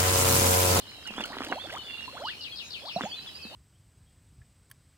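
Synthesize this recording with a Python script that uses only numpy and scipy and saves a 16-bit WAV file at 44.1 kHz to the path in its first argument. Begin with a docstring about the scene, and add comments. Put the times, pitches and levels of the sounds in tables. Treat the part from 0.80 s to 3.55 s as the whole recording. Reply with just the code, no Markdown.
"""A thin bird slur over faint outdoor air, and at once carp feeding at a calm lake's surface, a little right.
Their mouths smack and ring with trapped air; bubbles plop or glide upward, churned water fizzes, drops tick.
Songbirds whistle, trill and chatter along the bank as gliding pure tones, with scattered echoes from trees.
Distant notes heard only as echoes, and shaped noise for the air, fill the background at the stereo microphones."""
import sys
import numpy as np
from scipy import signal
from scipy.fft import rfft, irfft
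from scipy.io import wavfile

SR = 44100
rng = np.random.default_rng(int(sys.argv[2]) if len(sys.argv) > 2 else 0)


def wav_out(sig):
    """Save sig, one row per channel (or a flat mono array), as 16-bit PCM at SR to the path in sys.argv[1]."""
    wavfile.write(sys.argv[1], SR, np.round(np.clip(np.atleast_2d(sig).T, -1, 1) * 32767).astype(np.int16))


N = 121275  # samples, 2.75 s


def from_db(db):
    """Decibels to an amplitude factor."""
    return 10 ** (np.asarray(db) / 20)


def rms_one(x):
    """Scale to an rms of 1."""
    return x / np.sqrt(np.mean(x ** 2) + 1e-20)


def at_hz(points, hz):
    """Read a curve of (Hz, value) points, straight over log frequency."""
    point_hz, values = np.array(points).T
    return np.interp(np.log(hz), np.log(point_hz), values)


def spectrum_hz():
    """Frequencies of the full-length spectrum, kept off zero."""
    return np.maximum(np.fft.rfftfreq(N, 1 / SR), 1)


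def seconds(length):
    """Time axis of an event, at least 8 samples."""
    return np.arange(max(int(length * SR), 8)) / SR


def add(track, s, sound):
    """Mix a sound into the track at a time in seconds."""
    i = max(int(s * SR), 0)
    track[..., i:i + sound.shape[-1]] += sound[..., :max(N - i, 0)]


def drift(rate):
    """Smooth random wander of spread 1, from noise through a double pole; a higher rate wanders faster."""
    step = 40  # samples between computed points
    r = np.exp(-2 * step * np.pi * rate / SR)
    noise = rng.standard_normal(N // step + 2002)
    slow = signal.lfilter([1], [1, -2 * r, r * r], noise)[2000:]
    return np.interp(np.arange(N) / step, np.arange(len(slow)), rms_one(slow))


def during(curve, s, t):
    """The stretch of a long curve that an event covers."""
    return np.take(curve, int(s * SR) + np.arange(len(t)), mode="wrap")


def sine(hz):
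    """A tone that follows a changing pitch by summing its phase."""
    return np.sin(2 * np.pi * np.cumsum(hz) / SR)


def swell(u, crest):
    """Rounded rise to a crest and fall, over progress 0-1."""
    return np.sin(np.pi * np.interp(u, [0, np.clip(crest, .05, .95), 1], [0, .5, 1]))


def place(x, pan_db, lag_s):
    """Set a direction by the left-minus-right level and the lag of the left ear."""
    n = np.arange(len(x))
    half_lag = lag_s * SR / 2
    left = np.interp(n - half_lag, n, x) * from_db(pan_db / 2)
    right = np.interp(n + half_lag, n, x) * from_db(-pan_db / 2)
    return np.array([left, right])


def coloured(spectrum):
    """Steady noise with a given spectrum; rms 1."""
    white = rfft(rng.standard_normal(N))
    return rms_one(irfft(white * from_db(at_hz(spectrum, spectrum_hz())), N))


def trees(x, t60=.55):
    """Scattered echoes from the bank as dying noise tails, different at each ear; t60 in seconds."""
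    t = seconds(0.96)
    onset = 1 - np.exp(-t / .006)
    tails = rng.standard_normal((2, len(t))) * from_db(-60 * t / t60) * onset
    return np.array([signal.fftconvolve(x, tail / np.linalg.norm(tail))[:len(x)] for tail in tails])


def bubble(hz, t60, rise, attack_s):
    """A pocket of air in water: a dying ring that climbs in pitch."""
    t = seconds(t60 * 2)
    return sine(hz * (1 + rise * t)) * from_db(-60 * t / t60) * (1 - np.exp(-t / attack_s))


# Carp mouths at the surface, a little right of the microphones.
# Each row: start in seconds, smack level in dB before the dulling filters, smack pitch in Hz,
# air pocket level in dB before the same filters.
MOUTH_GULPS = [(0.306, -35.5, 725, -37), (.381, -26, 1080, -33.5), (.399, -28, 960, -32),
               (.407, -24.5, 920, -44), (0.569, -28, 1010, -32.5), (0.606, -22, 1160, -28.5),
               (0.6189, -22.5, 1200, -50), (0.669, -53, 900, -32), (0.702, -39, 990, -29.5),
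               (0.7198, -22.5, 880, -29), (0.7252, -16, 1620, -33.5), (0.872, -34, 1920, -36.5),
               (2.161, -42, 800, -25.5), (2.209, -19, 1340, -28.5), (2.2362, -25.5, 1700, -25.5),
               (2.651, -38, 607, -34)]
POCKET_HZ = 242.2  # centre of the random pitches
POCKET_T60_S, POCKET_RISE_PER_S, POCKET_ATTACK_S = 0.061, 6.4, 0.00057
SMACK_DECAY_S, SMACK_SPATTER, SPATTER_DECAY_S, SMACK_TOP_HZ = 0.00058, 0.28, 0.0073, 2260


def gulps():
    """One sharp swing of pressure with a wet spatter, then the low ring of the mouth's air pocket."""
    out, t = np.zeros(N), seconds(.04)
    for s, smack_db, smack_hz, pocket_db in MOUTH_GULPS:
        band = signal.butter(1, [smack_hz / 2, smack_hz * 2], "band", fs=SR, output="sos")
        spatter = rms_one(signal.sosfilt(band, rng.standard_normal(len(t))))
        swing = -2 * np.sin(2 * np.pi * smack_hz * t) * np.exp(-t / SMACK_DECAY_S)
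        smack = swing + SMACK_SPATTER * spatter * np.exp(-t / SPATTER_DECAY_S)
        add(out, s, from_db(smack_db) * smack)
        pocket_hz = POCKET_HZ * rng.uniform(0.734, 1.24)
        pocket = bubble(pocket_hz, POCKET_T60_S, POCKET_RISE_PER_S, POCKET_ATTACK_S)
        add(out, s, from_db(pocket_db) * pocket)
    dull_top = signal.butter(4, SMACK_TOP_HZ, fs=SR, output="sos")
    thin_bass = signal.butter(2, POCKET_HZ * 0.62, "high", fs=SR, output="sos")
    return signal.sosfilt(np.vstack([dull_top, thin_bass]), out)


# Small bubbles pinching off among the fish.
# Each row: start in seconds, starting pitch in Hz, relative level in dB.
BUBBLE_PLOPS = [(0.255, 1456, -35.5), (0.407, 2670, -22), (.438, 2890, -17.5), (0.445, 1373, -29),
                (0.53, 1820, -30), (0.583, 1856, -31), (.896, 1540, -32), (0.925, 1940, -31.5),
                (1.279, 967, -31), (2.161, 653, -19.5), (2.261, 793, -27.5)]
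PLOP_CYCLES = 60  # starting-pitch cycles for a 60 dB fall
PLOP_RISE_PER_S, PLOP_ATTACK_S = 7.0, 0.00093
# Bubbles that rise in pitch as they near the surface, at the same spot.
# Each row: start in seconds, length in seconds, last pitch in Hz, level in dB before the flutter.
BUBBLE_GLIDES = [(0.467, 0.073, 1610, -43), (0.511, 0.051, 1916, -43), (0.655, 0.053, 1120, -42.5),
                 (0.71, 0.029, 1260, -28), (0.742, 0.051, 1140, -35), (0.837, 0.031, 930, -41.5),
                 (.905, 0.08, 1687, -36), (1.322, 0.07, 2020, -40.5), (1.369, 0.067, 1916, -44.5),
                 (1.389, .115, 2103, -34), (2.018, 0.077, 1440, -40.5), (2.157, 0.053, 1555, -40.5),
                 (2.23, 0.036, 912, -34), (2.702, 0.055, 1280, -45.5)]
GLIDE_FIRST_HZ, GLIDE_BEND, GLIDE_CREST, GLIDE_ROUGH = 454, 1.35, 0.75, 0.22
COMPANION_DB, COMPANION_SPREAD = -12.5, 0.21  # level under the glide, pitch spread as a fraction


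def bubbles():
    """Short ringing plops, and longer glides that climb ever faster, each with three faint companions."""
    out, flutter = np.zeros(N), drift(105)
    for s, hz, db in BUBBLE_PLOPS:
        add(out, s, from_db(db) * bubble(hz, PLOP_CYCLES / hz, PLOP_RISE_PER_S, PLOP_ATTACK_S))
    for s, length, last_hz, db in BUBBLE_GLIDES:
        t = seconds(length)
        u = t / length
        rise = GLIDE_FIRST_HZ * (last_hz / GLIDE_FIRST_HZ) ** u ** GLIDE_BEND
        shape = swell(u, GLIDE_CREST)
        roughness = 1 + GLIDE_ROUGH * during(flutter, s, t)
        add(out, s, from_db(db) * sine(rise) * shape * roughness)
        for shift, pitch in rng.uniform(-1, 1, (3, 2)):
            companion = sine(rise * (1 + COMPANION_SPREAD * pitch)) * shape
            companion = companion * (1 + during(flutter, s + length, t) / 2)
            add(out, s + shift * length / 2, from_db(db + COMPANION_DB) * companion)
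    return out


# How strongly the water close to the fish is stirred.
# Each row: time in seconds, level in dB.
STIRRING = [(.22, -53.5), (.34, -47), (.4, -39.5), (.48, -43.5), (.65, -42), (.81, -53), (0.941, -46.5),
            (1.05, -51.5), (1.4, -51), (1.6, -60), (2.14, -57), (2.231, -40.5), (2.29, -55.5)]
# Tone of the stirred water. Each row: frequency in Hz, gain in dB.
STIRRED_COLOUR = [(220, -6), (900, -4), (2200, 10.5), (6000, 6), (13000, -9.5)]
CHURN_PER_S, CHURN_CYCLES, CHURN_SPREAD_DB = 1800, 11, 4.5  # mean rate, cycles per 60 dB fall, size spread


def churn():
    """A swarm of tiny ringing bubbles wherever the fish stir the water."""
    loudness = from_db(CHURN_SPREAD_DB * np.minimum(rng.exponential(1, N), 4))
    sizes = loudness * rng.choice([-1, 1], N)
    clicks = sizes * (rng.random(N) < CHURN_PER_S / SR)
    pitches = np.geomspace(230, 13000, 36)
    dealt = rng.integers(0, len(pitches), N)  # each click strikes one pitch
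    out = 0
    for k, hz in enumerate(pitches):
        r, w = from_db(-60 * hz / (CHURN_CYCLES * SR)), 2 * np.pi * hz / SR
        struck = clicks * (dealt == k) + 1e-18
        ring = signal.lfilter([0, np.sin(w)], [1, -2 * r * np.cos(w), r * r], struck)
        out = out + from_db(at_hz(STIRRED_COLOUR, hz)) * ring
    return rms_one(out) * from_db(np.interp(np.arange(N) / SR, *np.transpose(STIRRING)))


# Drops of spray landing beside the fish. Each row: start in seconds, level in dB before halving.
SPRAY_DROPS = [(0.274, -27), (0.408, -31), (.455, -25.5), (0.46, -33), (0.639, -35), (.647, -24.5),
               (0.685, -34), (0.924, -31), (0.936, -31.5)]
# Tone of the drops. Each row: frequency in Hz, relative level in dB.
DROP_COLOUR = [(800, 1.5), (3000, 3), (10000, -5), (16000, -3)]
SPRAY_DECAY_S = 0.0044


def spray():
    """Bright ticks of drops hitting the water, as short dying bursts of noise."""
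    level, t = np.zeros(N), seconds(.03)
    for s, db in SPRAY_DROPS:
        add(level, s, from_db(db) * np.exp(-t / SPRAY_DECAY_S))
    return level * coloured(DROP_COLOUR) / 2


def note(length, pitches, crest, waver=None, s=0):
    """A pure bird note that arcs through its pitches, smooth in log frequency."""
    t = seconds(length)
    u = t / length
    bend = len(pitches) - 1
    arc = np.polyfit(np.linspace(0, 1, len(pitches)), np.log(pitches), bend)
    hz = np.exp(np.polyval(arc, u))
    return sine(hz * (1 + during(waver, s, t))) * swell(u, crest)


# Birds whistling round the bank, beyond the fish.
# Each row: start in seconds, length in seconds, first, middle and last pitch in Hz,
# level in dB before flutter and mixing, left-minus-right level in dB.
BANK_WHISTLES = [(.262, .052, 2870, 2830, 2330, -34, -13), (.352, .095, 2550, 3550, 2750, -35, -6),
                 (.685, .065, 3200, 2820, 2600, -39, -7), (.778, .1, 2900, 3600, 3080, -35, -8),
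                 (.96, .075, 3400, 3000, 3030, -36, 7), (1.01, .2, 3550, 3480, 3600, -39, 0),
                 (1.432, .085, 3200, 2900, 2850, -33, -4), (1.582, .08, 3250, 2880, 3000, -39, -4),
                 (1.71, .053, 3450, 3260, 3200, -36, 7), (2.212, .04, 3650, 3480, 3100, -36, 0),
                 (2.308, .057, 2800, 3420, 3480, -32, 5), (2.35, .085, 4100, 4000, 3950, -35, -3),
                 (2.463, .045, 3600, 3330, 2980, -35, 4), (2.57, .15, 2800, 2600, 2750, -45, 4)]
# Thin high slurs that level off, from trees on the right.
# Each row: start in seconds, length in seconds, first and last pitch in Hz,
# level in dB before flutter and mixing.
THIN_SLURS = [(.065, .065, 3500, 4650, -43), (.235, .035, 5200, 4100, -43), (1.83, .07, 6350, 6800, -45),
              (2.1, .085, 5100, 5600, -41), (2.159, .022, 4450, 3850, -32), (2.226, .06, 7900, 6000, -45),
              (2.282, .07, 5350, 4250, -40), (2.39, .07, 4400, 5400, -47), (2.54, .055, 4650, 5020, -38),
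              (2.612, .055, 5900, 3750, -39)]
SLUR_PAN_DB, SLUR_MIDWAY = -6, .68  # SLUR_MIDWAY: share of the sweep done by half time
# A short trill from trees on the right. Each entry: start in seconds.
TRILL_STARTS = [1.08, 1.125, 1.171, 1.215]
TRILL_NOTE_S, TRILL_FIRST_HZ, TRILL_LAST_HZ, TRILL_PAN_DB = .045, 2860, 2720, -10
TRILL_DB = -35  # before flutter and mixing
WHISTLE_WAVER, WHISTLE_FLUTTER, WHISTLE_CREST = .009, .25, .45  # pitch spread, level spread, crest 0-1
WHISTLE_DIRECT_DB, WHISTLE_ECHO_DB, BIRD_LAG_S_PER_DB = -3.5, -12, -.000008


def whistlers():
    """Gliding pure whistles round the bank and a trill on the right, with echoes from the trees."""
    out, waver = np.zeros((2, N)), WHISTLE_WAVER * drift(107)
    calls = [(s, length, (first, middle, last), db, pan)
             for s, length, first, middle, last, db, pan in BANK_WHISTLES]
    calls += [(s, length, (first, first + SLUR_MIDWAY * (last - first), last), db, SLUR_PAN_DB)
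              for s, length, first, last, db in THIN_SLURS]
    calls += [(s, TRILL_NOTE_S, (TRILL_FIRST_HZ, TRILL_LAST_HZ), TRILL_DB, TRILL_PAN_DB)
              for s in TRILL_STARTS]
    for s, length, pitches, db, pan_db in calls:
        call = from_db(db) * note(length, pitches, WHISTLE_CREST, waver, s)
        add(out, s, place(call, pan_db, BIRD_LAG_S_PER_DB * pan_db))
    out = out * (1 + WHISTLE_FLUTTER * drift(74))
    echoes = (trees(out[0]) + trees(out[1])) / np.sqrt(2)
    return from_db(WHISTLE_DIRECT_DB) * out + from_db(WHISTLE_ECHO_DB) * echoes


# A chattering bird in the trees on the left. Each entry: start of a syllable in seconds.
CHATTER_STARTS = [1.454, 1.608, 1.757, 1.904, 2.056]
STROKE_S, STROKE_GAP_S, STROKE_TOP_HZ, STROKE_END_HZ, STROKE_DB = 0.01277, .0125, 5230, 3490, -38.5
# Its falling slur. Each entry: pitch in Hz at the start, middle and end.
CHATTER_SLUR_HZ = (3937, 2633, 2464)
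SLUR_S, SLUR_DB, CHATTER_BUZZ = .066, -38.5, .05  # CHATTER_BUZZ: pitch spread as a fraction
CHATTER_PAN_DB, CHATTER_LAG_S, CHATTER_T60_S, CHATTER_ECHO_DB = 10, -0.00019, 0.2, -1


def chatterer():
    """Three steep, buzzy downstrokes and a slur in each syllable, blurred by the trees on the left."""
    out, buzz = np.zeros(N), CHATTER_BUZZ * drift(590)
    for s in CHATTER_STARTS:
        for k in range(3):
            start = s + k * STROKE_GAP_S
            stroke = note(STROKE_S, (STROKE_TOP_HZ, STROKE_END_HZ), 0.31, buzz, start)
            add(out, start, from_db(STROKE_DB) * stroke)
        slur = note(SLUR_S, CHATTER_SLUR_HZ, 0.05, buzz, s)
        add(out, s + 2.5 * STROKE_GAP_S, from_db(SLUR_DB) * slur)
    echoes = trees(out, CHATTER_T60_S)
    return place(out, CHATTER_PAN_DB, CHATTER_LAG_S) + from_db(CHATTER_ECHO_DB) * echoes


# Loudness of far birds by pitch. Each row: frequency in Hz, relative level in dB.
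FAR_BIRD_COLOUR = [(2000, -16), (2750, 0.5), (4700, -0.5), (6000, -15)]
FAR_BIRDS_DB = -48.5
FAR_NOTE_S, FAR_LOW_HZ, FAR_HIGH_HZ, FAR_SWEEP = .07, 2550, 5300, .12  # FAR_SWEEP: in log pitch


def far_birds(count=130):
    """Many distant arching notes, heard only as echoes among the trees."""
    out, waver = np.zeros(N), WHISTLE_WAVER * drift(141)
    for k, (pitch, *arc) in enumerate(rng.random((count, 4))):
        s = k * N / SR / count
        hz = FAR_LOW_HZ * (FAR_HIGH_HZ / FAR_LOW_HZ) ** pitch
        pitches = hz * np.exp(FAR_SWEEP * (2 * np.array(arc) - 1))
        call = note(FAR_NOTE_S, pitches, WHISTLE_CREST, waver, s)
        add(out, s, from_db(at_hz(FAR_BIRD_COLOUR, hz)) * call)
    echoes = trees(np.tile(out, 2))[:, N:]  # second pass, with echoes already under way
    return from_db(FAR_BIRDS_DB) * rms_one(echoes)


# Open air round the microphones. Each row: frequency in Hz, relative level in dB per Hz.
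AIR_COLOUR = [(25, -23.5), (45, -14.5), (80, 2), (140, -5), (700, -12), (2000, -17.5), (9500, -21.5),
              (15500, -28)]
# How alike the air is at both ears. Each row: frequency in Hz, left-right likeness from -1 to 1.
AIR_LIKENESS = [(200, 0.51), (3000, 0.02)]
AIR_DB = -53.5


def air():
    """Faint rumble and hiss: shaped noise, more alike at both ears in the bass."""
    alike = np.clip(at_hz(AIR_LIKENESS, spectrum_hz()), -1, 1)
    mid = rfft(coloured(AIR_COLOUR)) * np.sqrt(1 + alike)
    side = rfft(coloured(AIR_COLOUR)) * np.sqrt(1 - alike)
    return from_db(AIR_DB) * rms_one(irfft([mid + side, mid - side], N))


WATER_PAN_DB, WATER_LAG_S, WATER_ECHO_DB = -2.5, 0.00011, -19


def scene():
    """The feeding fish a little right, birds and air all round."""
    water = gulps() + bubbles() + churn() + spray()
    lake = place(water, WATER_PAN_DB, WATER_LAG_S) + from_db(WATER_ECHO_DB) * trees(water)
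    return lake + whistlers() + chatterer() + far_birds() + air()


def record(dry):
    """The top is cut steeply above 15.8 kHz."""
    steep = signal.ellip(12, .1, 80, 15800, fs=SR, output="sos")
    return signal.sosfilt(steep, dry)


dry = scene()
out = record(dry)
wav_out(out)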